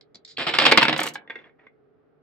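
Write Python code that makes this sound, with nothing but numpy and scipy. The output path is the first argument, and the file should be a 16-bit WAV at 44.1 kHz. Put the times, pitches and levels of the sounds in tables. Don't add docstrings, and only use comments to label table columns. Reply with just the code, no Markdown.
import sys
import numpy as np
from scipy import signal
from scipy.fft import rfft, irfft, next_fast_len
from scipy.io import wavfile

SR = 44100
rng = np.random.default_rng(int(sys.argv[2]) if len(sys.argv) > 2 else 0)


def digitize_waveform(pressure):
    field = np.atleast_2d(pressure).T
    bounded = np.clip(field, -1, 1)
    quanta = np.round(bounded * 32767).astype(np.int16)
    wavfile.write(sys.argv[1], SR, quanta)


N = 97902

# freq_hz, level_db
TOP_COLOUR = [(30, -47), (70, -23.5), (130, -7), (300, -1.5), (600, -0.5), (1200, 2.5), (2100, 3),
              (3400, 3), (5200, -2), (6150, -15.5), (7700, -10.5), (9200, -13.5), (10200, -23),
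              (12500, -16.5), (14000, -22.5), (16000, -21)]
KNOCK_T60_S, BOUNCE_RISE_S, THUMP_HZ = 0.031, 0.00095, 700
LIKENESS = 0.71


def undb(db):
    return 10 ** (np.asarray(db) / 20)


def unit(x):
    return x / np.sqrt(np.mean(x ** 2) + 1e-20)


def decay(t, t60):
    return np.exp(-np.log(1000) * t / t60)


def curve(points, f):
    p = np.array(points)
    return np.interp(np.log(f + 1), np.log(p[:, 0]), p[:, 1])


def shape(x, db_at):
    n = x.shape[-1]
    size = 2 * next_fast_len(n)
    cepstrum = irfft(np.log(undb(db_at(np.fft.rfftfreq(size, 1 / SR)))))
    cepstrum[1:size // 2] *= 2
    cepstrum[size // 2 + 1:] = 0
    return irfft(rfft(x, size) * np.exp(rfft(cepstrum)))[..., :n]


def pair(three, likeness):
    return np.sqrt(likeness) * three[0] + np.sqrt(1 - likeness) * three[1:]


def add(out, start_s, x):
    i = int(start_s * SR)
    out[:, i:i + x.shape[1]] += x[:, :N - i]


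def ring(x, modes):
    t = np.arange(x.shape[1]) / SR
    response = sum(rng.choice([-1, 1]) * undb(db) * np.sin(2 * np.pi * hz * t) * decay(t, t60)
                   for hz, db, t60 in modes)
    return signal.fftconvolve(x, response[None], axes=1)[:, :x.shape[1]]


def air():
    # freq_hz, level_db
    colour = [(18, -65), (30, -29.5), (129, -12.5), (150, -4.5), (186, -17.5), (294, -7.5), (321, -17.5),
              (435, -0.5), (507, -15.5), (766, -18.5), (973, -29), (1260, -23), (5420, -56.5), (7050, -78),
              (11900, -120)]
    noise = pair(rng.standard_normal((3, N)), likeness=0.17)
    return undb(-61.5) * unit(shape(noise, lambda f: curve(colour, f)))


def room(x):
    # centre_hz, level_db, t60_s
    bands = np.array([(100, -8.5, 0.71), (353, -7, 0.56), (980, -17.5, 0.75), (2390, -7, 0.16),
                      (5000, -9, 0.063), (12200, -19.5, 0.091)])
    predelay_s, build_s = 0.004, 0.0044
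    t = np.arange(SR // 2) / SR
    f = np.fft.rfftfreq(len(t), 1 / SR)
    noise, response = rng.standard_normal((3, len(t))), 0
    late = np.maximum(t - predelay_s, 0)
    for solo, (hz, db, t60) in zip(np.eye(len(bands)), bands):
        crossover = curve(np.column_stack([bands[:, 0], solo]), f)
        env = (1 - np.exp(-late / build_s)) * decay(late, t60)
        band = irfft(rfft(pair(noise, likeness=1 / (1 + (hz / 700) ** 2))) * crossover)
        response = response + undb(db) * band * env / np.sqrt(np.sum(env ** 2))
    return signal.fftconvolve(x, response, axes=1)[:, :N]


def microphone(x):
    lag_s, lag_top_hz, mono_below_hz = 0.000064, 3850, 300
    f = np.fft.rfftfreq(N, 1 / SR)
    knots = np.linspace(0, SR / 2, 32)
    scatter = 0.5 * np.interp(f, knots, rng.standard_normal(len(knots))) * np.minimum(f / 3000, 2)
    phase = scatter - 2 * np.pi * np.minimum(f, lag_top_hz) * lag_s
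    mid = rfft(x[0] + x[1]) / 2
    side = rfft(x[0] - x[1]) / 2 * f / np.hypot(f, mono_below_hz)
    return irfft(np.array([mid + side, (mid - side) * np.exp(1j * phase)]), N)


def contact(x, colour, bright_hz, thump_db):
    def eq_db(f):
        high_cut = 10 * np.log10(1 + (f / bright_hz) ** 4)
        low_shelf = thump_db / (1 + (f / THUMP_HZ) ** 2)
        return curve(colour, f) - high_cut + low_shelf
    return shape(x, eq_db)


def impact(db, bright_hz, colour, t60, thump_db=0):
    ripple_db, ripple_step_hz = 2, 190
    t = np.arange(SR // 4) / SR
    env = (1 - np.exp(-t / BOUNCE_RISE_S)) * decay(t, t60)
    flat_noise = unit(irfft(np.exp(2j * np.pi * rng.random((3, len(t) // 2 + 1))), len(t)))
    knots = np.arange(0, SR / 2, ripple_step_hz)
    ripple = ripple_db * rng.standard_normal(len(knots)) * np.minimum(knots / THUMP_HZ / 2, 1)
    burst = contact(pair(flat_noise, LIKENESS) * env, colour, bright_hz, thump_db)
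    burst = shape(burst, lambda f: np.interp(f, knots, ripple))
    return unit(burst) * np.sqrt(np.mean(env ** 2)) * undb(db)


def chatter(length_s, db, bright_hz, colour, thump_db=0):
    touches_per_s, scatter_db = 6000, 1.5
    attack_s, release_t60_s = 0.00033, 0.11
    t = np.arange(SR // 3) / SR
    touches = (rng.random(len(t)) < touches_per_s / SR) * undb(scatter_db * rng.standard_normal(len(t)))
    force = pair(rng.choice([-1, 1], (3, len(t))) * touches, LIKENESS)
    grains = contact(force, colour, bright_hz, thump_db)
    env = np.minimum(t / attack_s, 1) * decay(np.maximum(t - length_s, 0), release_t60_s)
    return unit(grains * env) * np.sqrt(np.mean(env ** 2)) * undb(db)


def struck_tones(db, bright_hz, modes, t60):
    detune, spread_db = 0.018, 3
    t = np.arange(SR // 4) / SR
    env = (1 - np.exp(-t / BOUNCE_RISE_S)) * decay(t, t60)
    partials = 0
    for (hz, mode_db), (pitch_draw, level_draw) in zip(modes, rng.standard_normal((len(modes), 2))):
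        hz = hz * (1 + detune * pitch_draw)
        gain = undb(mode_db + spread_db * level_draw) / np.sqrt(1 + (hz / bright_hz) ** 4)
        partials = partials + gain * np.sin(2 * np.pi * (hz * t + rng.random((3, 1))))
    return unit(pair(partials, LIKENESS) * env) * np.sqrt(np.mean(env ** 2)) * undb(db)


def with_table_ring(x):
    # pitch_hz, level_db
    top_modes = [(155, -7), (240, 0.5), (298, -3), (318, -3), (468, 0), (540, 0.5), (711, -4.5), (895, 1.5)]
    damped = [(hz, db, 0.19 * (300 / hz) ** 0.55) for hz, db in top_modes]
    return x + undb(-47.5) * ring(x, damped)


def dice_in_hand():
    # start_s, level_db, brightness_hz
    clicks = [(0.01, -40.5, 3220), (0.146, -37, 8000), (0.154, -33, 4330), (0.249, -31.5, 7450)]
    # start_s, length_s, level_db, brightness_hz
    slides = [(0.248, 0.019, -56.5, 4580), (0.276, 0.039, -49, 6876)]
    # freq_hz, level_db
    plastic = [(100, -26.5), (1100, -22.5), (2100, -7.5), (2700, -19), (3600, 0.5), (5000, 5), (6100, -14),
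               (7100, -3), (8300, -20), (10000, -40), (16000, -41.5)]
    out = np.zeros((2, N))
    for start_s, db, bright_hz in clicks:
        add(out, start_s, impact(db, bright_hz, plastic, t60=0.018))
    for start_s, length_s, db, bright_hz in slides:
        add(out, start_s, chatter(length_s, db, bright_hz, plastic))
    palm_bump = chatter(length_s=0.017, db=-55, bright_hz=332.4, colour=TOP_COLOUR)
    add(out, 0.143, palm_bump)
    return out


def release_tick():
    # pitch_hz, level_db, t60_s
    modes = [(2380, 0, .009), (2700, 0, .008), (3250, -5, .006), (3690, -4, .008), (4220, -2, .008)]
    start_s, push_s, peak_db = 0.3645, 0.012, -18
    t = np.arange(SR // 10) / SR
    swell = np.sin(np.pi * np.minimum(t / push_s, 1) ** 2) ** 2
    push = pair(rng.standard_normal((3, len(t))), LIKENESS) * swell
    bandpass = signal.butter(4, [1900, 4600], "band", fs=SR, output="sos")
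    tick = signal.sosfilt(bandpass, ring(push, modes))
    out = np.zeros((2, N))
    add(out, start_s, undb(peak_db) * tick / np.abs(tick).max())
    return out


def trinkets():
    # start_s, level_db, brightness_hz
    clinks = [(.829, -28.5, 8900), (0.9768, -29, 7740), (1.0015, -27, 10800), (1.0315, -22.5, 8970),
              (1.058, -35.5, 11200), (1.0651, -28, 12500), (1.074, -34.5, 11160), (1.085, -29.5, 9000),
              (1.1365, -39.5, 11740), (1.144, -38, 4000)]
    # freq_hz, level_db
    colour = [(300, -34), (2000, -16.5), (4000, 1), (5500, 0.5), (7000, 3.5), (8800, 2.5), (10200, -8),
              (11800, 3), (13300, 2.5), (14500, -3), (16000, -8)]
    out = np.zeros((2, N))
    for start_s, db, bright_hz in clinks:
        add(out, start_s, impact(db, bright_hz, colour, t60=0.038))
    return out


def hollow_knock():
    # pitch_hz, level_db
    modes = [(856, 0), (1530, 1), (1640, -0.5), (2170, -0.5), (2998, -4), (3600, -5.5)]
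    start_s = 1.1546
    out = np.zeros((2, N))
    add(out, start_s, struck_tones(db=-25.5, bright_hz=4020, modes=modes, t60=0.048))
    add(out, start_s, impact(db=-26, bright_hz=2440, colour=TOP_COLOUR, t60=KNOCK_T60_S, thump_db=-10.5))
    return out


def last_topples():
    # start_s, level_db, brightness_hz
    taps = [(1.2754, -40, 2070), (1.2979, -27.5, 3340), (1.304, -25, 3200), (1.356, -26.5, 3710),
            (1.388, -39.5, 2894), (1.441, -44.5, 2230), (1.494, -53, 2050), (1.594, -50, 2092),
            (1.667, -39.5, 2404)]
    # pitch_hz, level_db
    modes = [(484, -5), (1090, -13), (1600, -1.5), (1880, 4.5), (2140, 2.5), (2450, -13), (2740, -9.5),
             (3430, 1)]
    # start_s, length_s, level_db, brightness_hz
    creeps = [(1.318, 0.1, -54.5, 2318), (1.447, 0.031, -55.5, 1800), (1.587, 0.068, -62, 1538)]
    # freq_hz, level_db
    soft = [(40, -24), (300, 4.5), (1300, 0.5), (2150, 6.5), (2800, -1), (3600, -5), (4700, -10),
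            (9000, -27)]
    out = np.zeros((2, N))
    for start_s, db, bright_hz in taps:
        add(out, start_s, struck_tones(db, bright_hz, modes, t60=0.035))
        crack = impact(db - 7.5, bright_hz, soft, KNOCK_T60_S)
        add(out, start_s, with_table_ring(crack))
    for start_s, length_s, db, bright_hz in creeps:
        add(out, start_s, chatter(length_s, db, bright_hz, soft))
    return out


def dice_rolls():
    # start_s, length_s, level_db, brightness_hz
    rolls = [(0.382, 0.045, -27.5, 4563), (0.437, 0.06, -39, 4500), (0.467, 0.028, -23, 4642),
             (0.512, 0.075, -37.5, 4500), (0.537, 0.019, -22.5, 4657), (0.602, 0.026, -20, 4800),
             (0.658, 0.038, -21.5, 4563), (0.74, 0.09, -31.5, 2955), (0.853, 0.094, -34, 2670),
             (0.97, 0.068, -34, 2800)]
    # freq_hz, level_db
    colour = [(50, -29), (150, -5.5), (1200, 4), (3400, 6.5), (5300, -1.5), (6200, -25.5), (7300, -7.5),
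              (8900, -14.5), (10200, -29.5), (12300, -14.5), (13300, -23.5), (14200, -40)]
    out = np.zeros((2, N))
    for start_s, length_s, db, bright_hz in rolls:
        add(out, start_s, with_table_ring(chatter(length_s, db, bright_hz, colour, thump_db=5.5)))
    return out


def dice_bounces():
    # start_s, level_db, brightness_hz, thump_db
    knocks = [(0.4679, -27, 4040, 0), (0.5856, -3, 3900, -6), (.598, -11, 4000, -1),
              (0.619, -12, 5400, 3.5), (.639, -12.5, 4430, 2), (.652, -5, 4340, -8.5),
              (.658, -7.5, 4540, -6.5), (.664, -1.5, 4300, 2), (0.7133, -8.5, 4200, -16.5),
              (.7185, -4, 3780, -4), (.7224, -1.5, 2700, 1.5), (0.7738, 1.5, 3900, -3.5),
              (0.7809, -3.5, 3900, 1), (0.812, -14, 3500, -4.5), (.818, -8, 3350, 5),
              (0.827, -3, 3400, -1.5), (.8512, -9, 3028, -3), (0.8816, -8, 4104, 1), (.894, -10, 3200, 3),
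              (0.9268, -11, 3080, 3.5), (0.9366, -21, 3000, 2.5), (0.962, -17.5, 3540, -6.5),
              (.991, -12, 2500, -3), (1.001, -20, 3040, 6.5), (1.0142, -14.5, 2500, 0),
              (1.037, -20, 2870, -1.5), (1.056, -22, 2500, -4), (1.065, -21, 3000, 0.5),
              (1.073, -19.5, 2800, -20)]
    out = np.zeros((2, N))
    for start_s, db, bright_hz, thump_db in knocks:
        add(out, start_s, with_table_ring(impact(db, bright_hz, TOP_COLOUR, KNOCK_T60_S, thump_db)))
    return out


def scene():
    on_table = dice_bounces() + dice_rolls() + hollow_knock() + last_topples()
    dice = microphone(on_table + dice_in_hand() + release_tick() + trinkets())
    balance_db = [[-0.685], [0.685]]
    return (dice + room(dice) + air()) * undb(balance_db)


def record(dry):
    lowpass = signal.ellip(8, 0.2, 70, 16000, fs=SR, output="sos")
    return signal.sosfilt(lowpass, np.clip(dry, -1, 1))


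dry = scene()
out = record(dry)
digitize_waveform(out)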